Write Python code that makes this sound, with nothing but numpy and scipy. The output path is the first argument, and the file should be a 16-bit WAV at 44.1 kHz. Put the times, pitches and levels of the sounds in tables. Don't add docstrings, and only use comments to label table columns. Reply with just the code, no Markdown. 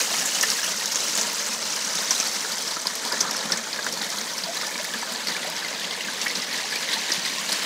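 import sys
import numpy as np
from scipy import signal
from scipy.io import wavfile

SR = 44100
rng = np.random.default_rng(int(sys.argv[2]) if len(sys.argv) > 2 else 0)


def unload_wav(signal):
    wavfile.write(
        sys.argv[1],
        SR,
        np.round(np.clip(np.atleast_2d(signal).T, -1, 1) * 32767).astype(np.int16),
    )


N = 337365


def from_db(db):
    return 10 ** (np.asarray(db) / 20)


def rms_one(x):
    return x / np.sqrt(np.mean(x ** 2) + 1e-20)


def drift(rate_hz):
    step = 40
    r = np.exp(-2 * np.pi * rate_hz * step / SR)
    noise = rng.standard_normal(N // step + 2002)
    slow = signal.lfilter([1], [1, -2 * r, r * r], noise)[2000:]
    return np.interp(np.arange(N) / step, np.arange(len(slow)), rms_one(slow))


def ring(clicks, hz, t60):
    r = from_db(-60 / (t60 * SR))
    w = 2 * np.pi * hz / SR
    return signal.lfilter([0, np.sin(w)], [1, -2 * r * np.cos(w), r * r], clicks + 1e-18)


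def add(out, s, sound):
    at = round(s * SR)
    out[at:at + len(sound)] += sound[:N - at]


def chirp(t, hz, rise, t60):
    note = np.sin(2 * np.pi * hz * t * (1 + rise * t / t60))
    onset = 1 - np.exp(-.6 * hz * t)
    return note * from_db(-60 * t / t60) * onset


# (t/s, jet level/dB, waterfall level/dB, pool level/dB)
SOURCE_LEVELS = [(0.0, -27, -34, -38), (0.45, -26, -31.5, -36.5), (0.74, -28, -34, -38.5),
                 (1.17, -26, -33.5, -35.5), (1.73, -28.5, -34.5, -37.5), (2.15, -26, -31, -36.5),
                 (2.79, -31, -34.5, -38.5), (3.26, -29, -33, -34.5), (3.642, -33, -34, -36.5),
                 (4.67, -34, -34, -37.5), (5.88, -34.5, -31.5, -37), (6.44, -33, -31, -37.5),
                 (7.01, -31, -29, -38), (7.46, -31.5, -31.5, -39.5), (7.65, -31, -27.5, -33.5)]


def flow_at(s):
    times, *levels_db = np.transpose(SOURCE_LEVELS)
    return [np.interp(s, times, db) for db in levels_db]


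def band_powers(spectrum, main_band, hz):
    known_hz, db = np.transpose(spectrum)
    per_hz = from_db(2 * np.interp(np.log(hz), np.log(known_hz), db, left=-90, right=-90))
    power = hz * per_hz
    in_main = (hz > main_band[0]) & (hz < main_band[1])
    return power / power[in_main].sum()


# (f/Hz, relative level per Hz/dB)
JET_SPECTRUM = [(1470, -67), (2500, -13), (2850, 11.5), (3280, -12), (4080, 4), (5970, 10.5), (7890, 3),
                (9960, -5), (14800, -12), (16000, -4)]
# (f/Hz, relative level per Hz/dB)
WATERFALL_SPECTRUM = [(650, -19.5), (1100, -7), (1330, -8.5), (1610, -3), (1910, 0), (2260, -2), (2450, -4),
                      (2650, -1.5), (3480, -2.5), (3830, -0.5), (5040, -2), (5450, -41), (8240, -14),
                      (9000, -23.5), (11700, -28), (19800, -120)]
# (f/Hz, relative level per Hz/dB)
POOL_SPECTRUM = [(90, -30), (134, -28), (164, 3), (221, 2), (370, -11.5), (416, -3), (483, 0), (662, -1),
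                 (744, -15.5), (988, 2.5), (1170, -9), (1230, 0), (1600, -2.5), (2080, -37), (3520, -120)]
# (lowest f/Hz, highest f/Hz)
SOURCE_BANDS = [(4500, 12000), (1400, 4000), (150, 1300)]


def band_gains(hz):
    heard = from_db(2 * np.array(flow_at(np.arange(N) / SR)))
    spectra = (JET_SPECTRUM, WATERFALL_SPECTRUM, POOL_SPECTRUM)
    powers = [band_powers(spectrum, band, hz) for spectrum, band in zip(spectra, SOURCE_BANDS)]
    return (np.sqrt(share @ heard) for share in np.transpose(powers))


WASH_DB = -7.5
SURGE_DB, SURGE_BELOW_HZ = 3, 400


def wash(churn, churn_db, patchy_db):
    edges = 25 * 2 ** (np.arange(57) / 6)
    white = rng.standard_normal((2, N))
    out = np.zeros(N)
    surge = from_db(SURGE_DB * drift(11.0))
    for k, gain in enumerate(band_gains(np.sqrt(edges[1:] * edges[:-1]))):
        band_filter = signal.butter(2, edges[k:k + 2], "band", fs=SR, output="sos")
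        band = signal.sosfilt(band_filter, white[k % 2])
        if edges[k] < SURGE_BELOW_HZ:
            gain = gain * surge
        flicker = from_db(churn_db * churn + patchy_db * drift(44))
        out += gain * flicker * rms_one(band)
    return out


FIZZ_DB, BURBLE_DB = -7.5, -7.5
SIZE_SPREAD_DB = 2.5


def fizz(churn, per_s, cycles, clump_db):
    strength = from_db(SIZE_SPREAD_DB * np.minimum(rng.exponential(1, N), 4.0)) * rng.choice([-1, 1], N)
    born = rng.random(N) < per_s * from_db(clump_db * churn) / SR
    pitches = np.geomspace(170, 15500, 48)
    odds = np.sqrt(pitches) / np.sqrt(pitches).sum()
    dealt = rng.choice(len(pitches), N, p=odds)
    out = np.zeros(N)
    for k, gain in enumerate(band_gains(pitches)):
        hz, t60 = pitches[k], cycles / pitches[k]
        clicks = strength * born * (dealt == k)
        pinched_off = ring(ring(clicks, hz, t60), hz, 0.16 * t60)
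        out += gain * rms_one(pinched_off)
    return out


RUMBLE_DB, RUMBLE_HZ, RUMBLE_LUMP_DB = -82, 65, 4.5
RUMBLE_FOLLOWS = 2.5
HUM_HZ, HUM_DB, HUM_WAVER_DB = 100, -71, -3


def rumble(froth):
    low_pass = signal.butter(2, RUMBLE_HZ, fs=SR, output="sos")
    low = signal.sosfilt(low_pass, rng.standard_normal(N))
    lumps = from_db(RUMBLE_DB + RUMBLE_LUMP_DB * drift(4.0)) * froth ** RUMBLE_FOLLOWS * rms_one(low)
    hum = np.sin(2 * np.pi * HUM_HZ * np.arange(N) / SR)
    return lumps + from_db(HUM_DB + HUM_WAVER_DB * drift(1.5)) * hum


SPRAY_PER_S, SPRAY_CYCLES = 300, 20
SPRAY_DB = -4
SPRAY_HZ = (6500, 7600, 9000, 10800, 13000)
SPRAY_TILT_DB = -9


def spray():
    sizes = from_db(5.3 * np.minimum(rng.exponential(1, N), 2.5)) * rng.choice([-1, 1], N)
    lands = rng.random(N) < SPRAY_PER_S / SR
    dealt = rng.integers(0, len(SPRAY_HZ), N)
    ticks = np.zeros(N)
    for k, hz in enumerate(SPRAY_HZ):
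        tilt = from_db(SPRAY_TILT_DB * np.log2(hz / SPRAY_HZ[0]))
        ticks += tilt * ring(sizes * lands * (dealt == k), hz, SPRAY_CYCLES / hz)
    jet_db = flow_at(np.arange(N) / SR)[0]
    return from_db(jet_db + SPRAY_DB) * ticks


# (typical f/Hz, level above its source/dB)
SMALL_BUBBLES = [(3010, -3.5), (1900, 0), (900, 1.5)]
SMALL_BUBBLE_COUNTS = (320, 620, 300)
PLOP_PITCH_SPREAD, PLOP_SPREAD_DB, SMALL_PLOP_CYCLES = 0.201, 1.5, 50


def small_plops():
    rows = []
    for k, ((typical_hz, above_db), count) in enumerate(zip(SMALL_BUBBLES, SMALL_BUBBLE_COUNTS)):
        s = rng.random(count) * (N - 1) / SR
        pitch, size = rng.standard_normal((count, 2)).T
        hz = typical_hz * np.exp(PLOP_PITCH_SPREAD * pitch)
        db = flow_at(s)[k] + above_db + PLOP_SPREAD_DB * size
        rows += zip(s, db, hz, SMALL_PLOP_CYCLES / hz)
    return rows


# (t/s, level/dB, f/Hz, time to fade 60 dB/s)
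LOUD_PLOPS = [(0.008, -19, 2460, 0.028), (0.104, -23.5, 1040, 0.041), (0.115, -19.5, 660, 0.034),
              (0.139, -25, 900, 0.041), (0.138, -22, 3050, 0.03), (0.15, -22, 2160, 0.034),
              (0.175, -35, 1790, 0.03), (0.22, -24, 1760, 0.029), (0.25, -34, 1710, 0.24),
              (0.319, -20.5, 2840, 0.03), (0.352, -24, 2900, 0.04), (0.432, -20, 2820, 0.039),
              (0.433, -13.5, 1750, 0.045), (0.435, -15, 1950, 0.035), (0.588, -21, 1640, 0.034),
              (0.63, -24, 1690, 0.034), (0.64, -20, 2900, 0.04), (0.661, -28, 2720, 0.04),
              (0.679, -20, 3240, 0.025), (0.8, -24, 3900, 0.025), (0.654, -24, 1760, 0.025),
              (0.742, -23, 1430, 0.03), (0.81, -22, 1850, 0.039), (1.247, -25, 1666, 0.04),
              (1.987, -25, 1440, 0.033), (2.227, -23, 1290, 0.03), (2.342, -29, 1640, 0.03),
              (2.448, -15, 1620, 0.019), (2.767, -16, 1310, 0.023), (2.855, -18.5, 1005, 0.033),
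              (3.051, -32, 944, 0.11), (3.115, -22, 1470, 0.029), (3.127, -28.5, 1715, 0.21),
              (3.13, -25, 510, 0.069), (3.14, -28, 1250, 0.05), (3.17, -20, 1780, 0.026),
              (3.211, -24, 1400, 0.046), (3.23, -25, 990, 0.09), (3.25, -21, 1200, 0.033),
              (3.252, -22, 880, 0.035), (3.26, -34, 1750, 0.04), (3.269, -26, 1320, 0.056),
              (3.288, -25, 1210, 0.05), (3.31, -30, 900, 0.069), (3.346, -21, 1370, 0.027),
              (3.346, -26, 1760, 0.03), (3.501, -20, 1410, 0.054), (3.532, -21.5, 1750, 0.046),
              (3.789, -16, 1615, 0.039), (3.846, -21, 1350, 0.021), (3.866, -7.5, 1490, 0.011),
              (3.588, -23, 1750, 0.025), (4.013, -29, 800, 0.056), (4.139, -25, 950, 0.034),
              (4.568, -24, 1740, 0.022), (4.612, -22, 2070, 0.039), (4.631, -22, 1480, 0.04),
              (4.632, -21, 1180, 0.034), (4.675, -27, 1730, 0.039), (4.649, -28, 1730, 0.04),
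              (4.71, -25, 1690, 0.03), (4.69, -24, 2120, 0.037), (4.715, -24, 2340, 0.03),
              (4.754, -23.5, 1760, 0.03), (4.755, -22, 2250, 0.03), (4.755, -27, 1000, 0.035),
              (4.782, -28, 980, 0.04), (4.786, -26, 1740, 0.03), (4.79, -26, 2120, 0.04),
              (4.82, -33, 1730, 0.04), (4.85, -31, 2200, 0.028), (4.886, -31, 2210, 0.03),
              (4.9, -26, 1720, 0.037), (4.945, -25, 1250, 0.021), (4.939, -20.5, 1683, 0.04),
              (5.022, -26, 2020, 0.033), (5.024, -19, 1300, 0.025), (5.028, -22, 920, 0.027),
              (5.03, -23, 1670, 0.027), (5.147, -29, 1710, 0.066), (5.195, -26, 2110, 0.025),
              (5.212, -32, 1710, 0.04), (5.27, -23, 2010, 0.03), (5.31, -26, 1960, 0.057),
              (5.348, -26, 1700, 0.062), (5.365, -17.5, 2300, 0.025), (5.429, -25.5, 2000, 0.051),
              (5.57, -28, 1680, 0.025), (5.623, -25, 1730, 0.03), (5.646, -23, 2040, 0.05),
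              (5.66, -27, 2000, 0.054), (5.747, -24, 2450, 0.025), (6.007, -23, 2080, 0.03),
              (6.049, -20, 2580, 0.025), (6.084, -15.5, 1560, 0.03), (6.26, -16, 1670, 0.025),
              (6.264, -17.5, 1900, 0.064), (6.267, -15, 2210, 0.026), (6.303, -23, 2130, 0.04),
              (6.425, -25, 1990, 0.061), (6.506, -30, 1920, 0.03), (6.541, -23, 1900, 0.047),
              (6.708, -32, 2140, 0.03), (6.725, -19, 1670, 0.033), (6.759, -18, 2380, 0.035),
              (6.887, -20, 2020, 0.037), (6.937, -24, 1110, 0.039), (6.969, -25, 1980, 0.044),
              (7.103, -11.5, 1850, 0.016), (7.163, -27, 1840, 0.028), (7.262, -24, 1950, 0.024),
              (7.495, -15.5, 960, 0.023), (7.524, -22, 1980, 0.034)]
SPATTER_DB = -6.5


def plops(rows):
    out = np.zeros(N)
    for (s, db, hz, t60), noise in zip(rows, rng.standard_normal((len(rows), 5000))):
        noise = noise[:int(t60 * SR)]
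        t = np.arange(len(noise)) / SR
        fade = from_db(-60 * t / t60) * (1 - np.exp(-.6 * hz * t))
        spatter = rms_one(ring(noise, hz, 4.0 / hz)) * fade
        add(out, s, from_db(db) * chirp(t, hz, 0.051, t60) + from_db(db + SPATTER_DB) * spatter)
    return out


# (f/Hz, width/Hz, level/dB)
STONE_POCKETS = [(1737, 34, -5.5), (2167, 29, -13), (986, 17, -16), (2980, 64, -17.5)]
# (delay t/s, level/dB)
ROCK_ECHOES = [(.0091, -20), (.017, -17.5)]


def rocks(x):
    out = x.copy()
    for hz, width, db in STONE_POCKETS:
        out += from_db(db) * signal.lfilter(*signal.iirpeak(hz, hz / width, fs=SR), x)
    for delay, db in ROCK_ECHOES:
        add(out, delay, from_db(db) * x)
    return out


# (t/s, peak level/dB, starting f/Hz, length/s)
AIR_GULPS = [(0.016, -30, 480, 0.023), (1.186, -34, 594, 0.027), (3.116, -27, 930, 0.025),
             (3.411, -31, 814, 0.013), (3.452, -27, 193, 0.018), (3.517, -34, 172, 0.047),
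             (4.093, -35, 635, 0.027), (4.468, -31, 653, 0.018), (4.486, -28, 647, 0.042),
             (4.675, -37, 810, 0.038), (4.798, -30, 583, 0.023), (4.955, -29, 223, 0.021),
             (5.448, -30.5, 705, 0.02), (5.472, -31, 590, 0.038), (5.49, -32, 860, 0.019),
             (5.522, -37, 873, 0.05), (5.71, -41, 550, 0.023), (6.963, -29.5, 870, 0.038),
             (7.177, -29, 172, 0.024), (7.374, -33, 1025, 0.05)]


def gulps():
    out = np.zeros(N)
    for s, db, hz, length in AIR_GULPS:
        t = np.arange(int(length * SR)) / SR
        note = np.sin(2 * np.pi * hz * t * (1 + 0.071 * t / length))
        swell = np.sin(np.pi * (t / length) ** 0.34)
        add(out, s, from_db(db) * note * swell)
    return out


SMALL_SLAP_COUNT = 60
JET_SLAP_HZ, FALL_SLAP_HZ, SLAP_PITCH_SPREAD = 5900, 3900, 0.073
SMALL_CLICK_DB, SMALL_CRACK_DB, SMALL_FROTH_DB = 7, -1, -2
SMALL_SPREAD_DB, SMALL_FROTH_T60_S = 3.5, 0.035


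def small_slaps():
    when, which = rng.random((SMALL_SLAP_COUNT, 2)).T
    chance = np.clip(rng.standard_normal((SMALL_SLAP_COUNT, 4)).T, -2.5, 1.3)
    pitch, click, crack, froth = chance
    s = when * (N - 1) / SR
    jet_db, fall_db, _ = flow_at(s)
    from_jet = which < 1 / (1 + from_db(2 * (fall_db - jet_db)))
    db = np.where(from_jet, jet_db, fall_db)
    hz = np.where(from_jet, JET_SLAP_HZ, FALL_SLAP_HZ) * np.exp(SLAP_PITCH_SPREAD * pitch)
    click_db = db + SMALL_CLICK_DB + SMALL_SPREAD_DB * click
    crack_db = db + SMALL_CRACK_DB + SMALL_SPREAD_DB * crack
    froth_db = db + SMALL_FROTH_DB + SMALL_SPREAD_DB * froth
    return list(zip(s, click_db, hz, crack_db, froth_db, np.full(len(s), SMALL_FROTH_T60_S)))


# (t/s, click peak level/dB, bubble f/Hz, crack level/dB, froth level/dB, froth time to fade 60 dB/s)
LOUD_SLAPS = [(0.128, -30, 4480, -24, -7, 0.0069), (0.192, -17, 6730, -26, -17, 0.02),
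              (0.2538, -19, 7100, -24, -20, 0.1), (0.348, -27, 6460, -25, -8, 0.014),
              (0.411, -6, 6200, -21, -10, 0.03), (0.4273, -12, 5900, -13, -10, 0.031),
              (0.4764, -22, 6070, -26, -20, 0.02), (0.502, -5, 5400, -21, -20, 0.039),
              (0.517, -14, 5200, -26, -13, 0.025), (0.5616, -24, 6090, -26, -26, 0.02),
              (0.632, -15, 5500, -29, -19, 0.05), (0.643, -20, 5600, -21, -19, 0.056),
              (0.662, -20, 6000, -23, -22, 0.04), (0.7178, -24, 5940, -27, -19, 0.018),
              (0.858, -11, 5590, -17, -29, 0.021), (0.915, -20, 5900, -28, -16, 0.04),
              (0.921, -13, 5640, -24, -17, 0.04), (0.946, -15, 6300, -26, -11, 0.015),
              (0.958, -6, 6530, -30, -14, 0.023), (1.005, -13, 6650, -26, -17, 0.029),
              (1.046, -19, 5990, -26, -30, 0.022), (1.1074, -18, 6680, -26, -30, 0.02),
              (1.153, -13, 7200, -20, -3, 0.0099), (1.1756, -18, 6700, -3, 0, 0.0069),
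              (1.2128, -8, 6200, -19, -5, 0.015), (1.3937, -19, 6060, -27, -17, 0.028),
              (1.464, -19, 6490, -27, -18, 0.02), (1.532, -17, 5530, -19, -15, 0.022),
              (1.704, -20, 5960, -27, -18, 0.025), (1.761, -23, 5870, -14, -8, 0.013),
              (1.846, -22, 5790, -27, -14.5, 0.029), (1.8784, -18, 5990, -29, -32, 0.02),
              (1.952, -20, 5950, -17, -14, 0.028), (1.9845, -28, 4050, -22, -12.5, 0.019),
              (2.107, -18, 5670, -13, -2.5, 0.02), (2.109, -19, 3600, -28, -11, 0.015),
              (2.153, -18, 5800, -27, -20, 0.03), (2.2007, -8, 5900, -18, -3, 0.0086),
              (2.272, -17, 4830, -19, -36, 0.024), (2.361, -22, 5680, -25, -17, 0.02),
              (2.4399, -27, 5860, -26, -31, 0.02), (2.519, -15, 4470, -23, -23, 0.043),
              (2.583, -14, 5790, -26, -27, 0.022), (2.675, -19, 5300, -30, -19, 0.044),
              (2.708, -25, 4320, -26, -21, 0.053), (2.816, -24, 7900, -29, -19, 0.02),
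              (2.87, -7, 4800, -10.5, -7, 0.012), (2.953, -18, 5570, -15, -29, 0.026),
              (3.05, -25, 4800, -13, -7, 0.012), (3.072, -26, 4730, -30, -20, 0.06),
              (3.1215, -12, 5270, -17, -9.5, 0.021), (3.2052, -16, 5850, -16, -4.5, 0.029),
              (3.211, -6, 5760, -21, -14, 0.023), (3.31, -12, 5600, -13, -8, 0.014),
              (3.3608, -25, 5410, -30, -17, 0.042), (3.4045, -25, 3770, -32, -15, 0.02),
              (3.456, -29, 3700, -24, -20, 0.024), (3.52, -25, 5500, -19, 2, 0.014),
              (3.573, -13, 6700, -24, -15, 0.024), (3.73, -17, 4700, -33, -15, 0.018),
              (3.761, -18, 5310, -32, -32, 0.015), (3.828, -16, 4440, -28, -29, 0.014),
              (3.845, -14, 6500, -27, -23, 0.015), (3.864, -29, 3960, -3, 1, 0.004),
              (3.925, -21, 5600, -16, -9, 0.015), (3.937, -22, 4500, -30, -16, 0.015),
              (3.974, -20, 4370, -30, -22, 0.019), (4.015, -20, 3830, -28, -5.5, 0.01),
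              (4.0436, -26, 3860, -19, -11, 0.011), (4.1015, -23, 5490, -22, -13, 0.015),
              (4.171, -29, 5950, -21, -9, 0.0086), (4.1844, -16, 3950, -24, -19, 0.028),
              (4.2133, -17, 5770, -32, -28, 0.015), (4.3355, -17, 5800, -30, -23, 0.017),
              (4.38, -20, 5340, -25, -16.5, 0.035), (4.4353, -22, 4750, -36, -17, 0.039),
              (4.569, -28, 4150, -23, -15, 0.024), (4.613, -22, 4700, -26, -11.5, 0.015),
              (4.6657, -26, 5130, -24, -17, 0.026), (4.779, -17, 5160, -29, -20, 0.015),
              (4.8438, -19, 4400, -17.5, -32, 0.021), (4.9377, -20, 3360, -26, -21, 0.027),
              (5.1208, -19, 4840, -21, -24, 0.022), (5.16, -16.5, 4500, -33, -30, 0.015),
              (5.2713, -13, 4870, -24, -12, 0.025), (5.284, -18, 4730, -26, -0.5, 0.0087),
              (5.3193, -17, 4030, -27, -18, 0.02), (5.366, -28, 5200, -32, -6, 0.008),
              (5.4296, -17, 3780, -29, -11, 0.013), (5.565, -16, 5430, -27, -23, 0.018),
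              (5.682, -26, 4850, -27, -14.5, 0.02), (5.845, -16, 2960, -30, -16, 0.02),
              (5.908, -28, 3300, -32, -11.5, 0.021), (6.007, -24, 3010, -29, -22, 0.042),
              (6.215, -13.5, 5900, -20, -4.5, 0.01), (6.281, -18, 5500, -21, -15, 0.016),
              (6.31, -22, 3900, -27, -18, 0.022), (6.354, -12, 4930, -30, -16, 0.025),
              (6.421, -17, 5200, -30, -19, 0.018), (6.5275, -31, 4200, -19, -6, 0.0089),
              (6.7127, -19, 5030, -33, -33, 0.015), (6.7567, -18, 4700, -16, -9, 0.015),
              (6.8887, -17, 3710, -29, -25, 0.015), (6.9294, -17, 4060, -26, -18.5, 0.11),
              (7.119, -9, 5550, -27, -7, 0.022), (7.135, -22, 4800, -14, -25, 0.012),
              (7.251, -24, 4370, -24, -2, 0.0057), (7.3845, -17, 4970, -28, -28, 0.015),
              (7.4892, -25, 3870, -24, -11, 0.025), (7.519, -23, 4600, -24, -9, 0.022),
              (7.526, -19, 4600, -9, -9, 0.013), (7.6236, -27, 3990, -28, -34, 0.015)]
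CLICK_CYCLES, FROTH_CYCLES = 13, 9


def slaps(rows):
    out, t = np.zeros(N), np.arange(3000) / SR
    noise = rng.standard_normal((len(rows), 2, len(t)))
    bright = signal.butter(2, [4500, 12500], "band", fs=SR)
    for (s, click_db, hz, crack_db, froth_db, t60), (crack_noise, froth_noise) in zip(rows, noise):
        crack_fade = from_db(-60 * t / (1.1 * t60)) * (1 - np.exp(-t / 0.0014))
        crack = from_db(crack_db) * signal.lfilter(*bright, crack_noise) * crack_fade
        froth_fade = from_db(-60 * t / t60) * (1 - np.exp(-t / 0.0029))
        bubbles = ring(ring(froth_noise, hz, FROTH_CYCLES / hz), hz, FROTH_CYCLES / hz)
        burst = from_db(froth_db) * rms_one(bubbles) * froth_fade
        click = chirp(t, hz, 0.034, CLICK_CYCLES / hz)
        add(out, s, crack + burst + from_db(click_db) * click / np.abs(click).max())
    return out


def wake(rows, gain_db, t60, rise_s):
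    columns = np.transpose(rows)
    s, froth_db = columns[0], columns[4]
    kicks = np.zeros(N)
    kicks[np.round(s * SR).astype(int)] = from_db(froth_db + gain_db)
    kicks[0] = from_db(4.5)
    rise = np.exp(-1 / (rise_s * SR))
    settle = from_db(-60 / (t60 * SR))
    return 1 + signal.lfilter([1 - rise], np.convolve([1, -rise], [1, -settle]), kicks)


# (t/s, relative level/dB, f/Hz)
LOUD_DROPLETS = [(0.4968, -23, 10600), (0.7647, -20, 13300), (0.7784, -27, 9500), (0.9258, -21, 10900),
                 (1.0789, -22, 10500), (1.1488, -17, 9640), (1.3309, -14, 11400), (1.3673, -17, 9920),
                 (1.4431, -29, 10100), (1.497, -24, 10200), (2.0208, -15, 11200), (2.3324, -24, 10100),
                 (2.6055, -26, 10100), (2.6219, -14, 9560), (3.3662, -12, 9680), (3.5139, -17, 9890),
                 (4.8299, -21, 9890), (4.9856, -22, 9850), (5.1971, -31, 9790), (5.4705, -26, 9830),
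                 (5.4989, -19, 10800), (6.2517, -21, 11100), (6.2662, -23, 9740), (6.539, -23, 10900),
                 (7.1526, -21, 9830)]
DROPLET_T60_S, DROPLET_CYCLES = 0.014, 6.7
DROPLET_DB = -7


def droplets():
    out, t = np.zeros(N), np.arange(900) / SR
    fade = from_db(-60 * t / DROPLET_T60_S) * (1 - np.exp(-t / 0.0006))
    for (s, db, hz), noise in zip(LOUD_DROPLETS, rng.standard_normal((len(LOUD_DROPLETS), len(t)))):
        puff = rms_one(ring(noise, hz, DROPLET_CYCLES / hz)) * fade
        add(out, s, from_db(db + DROPLET_DB) * puff)
    return out


# (t/s, depth of the middle gap 0-1, depth of the lower gap 0-1)
HOLLOW_DEPTHS = [(0, 0.03, 0), (1.4, 0.14, 0), (2.4, 0.47, .05), (3.5, 0.6, 0.16), (4.5, 0.43, 0.36),
                 (5.3, 0.42, 0.28), (6, 0.3, 0.48), (7.65, 0.1, 0.33)]
# (centre f/Hz, width/Hz)
HOLLOW_GAPS = [(2720, 700), (1350, 350)]


def hollow(x):
    s, *depths = np.transpose(HOLLOW_DEPTHS)
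    for (hz, width), depth in zip(HOLLOW_GAPS, depths):
        band = signal.lfilter(*signal.iirpeak(hz, hz / width, fs=SR), x)
        x = x - np.clip(np.interp(np.arange(N) / SR, s, depth), 0, 1) * band
    return x


# (t/s, level/dB)
TREBLE_LEVELS = [(0, 3), (1, -1), (1.8, -3.2), (2.5, -0.5), (3.3, -6), (4.2, 2.8), (5, 2), (5.7, -0.2),
                 (6.4, 1), (7.1, -1.2), (7.65, 2)]
TREBLE_HZ = 9500


def treble(x):
    s, db = np.transpose(TREBLE_LEVELS)
    top = signal.lfilter(*signal.butter(1, TREBLE_HZ, "high", fs=SR), x)
    gain = np.interp(np.arange(N) / SR, s, from_db(db))
    return x + (gain - 1) * top


MIC_LOW_HZ = 184


def scene():
    all_slaps = LOUD_SLAPS + small_slaps()
    all_plops = LOUD_PLOPS + small_plops()
    churn = rms_one(drift(20) + 0.82 * drift(40))
    froth = wake(all_slaps, gain_db=1.0, t60=0.14, rise_s=0.0028)
    short = from_db(FIZZ_DB) * fizz(churn, per_s=6000, cycles=13.0, clump_db=2.5)
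    singing = from_db(BURBLE_DB) * fizz(churn, per_s=1600, cycles=56.0, clump_db=2.0)
    events = slaps(all_slaps) + plops(all_plops) + gulps() + spray() + droplets()
    near = froth * (short + singing) + events
    far = froth * from_db(WASH_DB) * wash(churn, churn_db=0.5, patchy_db=1.9)
    water = treble(hollow(rocks(near) + far))
    bass_cut = signal.butter(3, MIC_LOW_HZ, "high", fs=SR, output="sos")
    thin = signal.sosfilt(bass_cut, water)
    return (thin + rumble(froth))[None]


CUTOFF_HZ = 16080


def record(dry):
    return signal.sosfilt(signal.cheby2(20, 70, CUTOFF_HZ, fs=SR, output="sos"), dry)


dry = scene()
out = record(dry)
unload_wav(out)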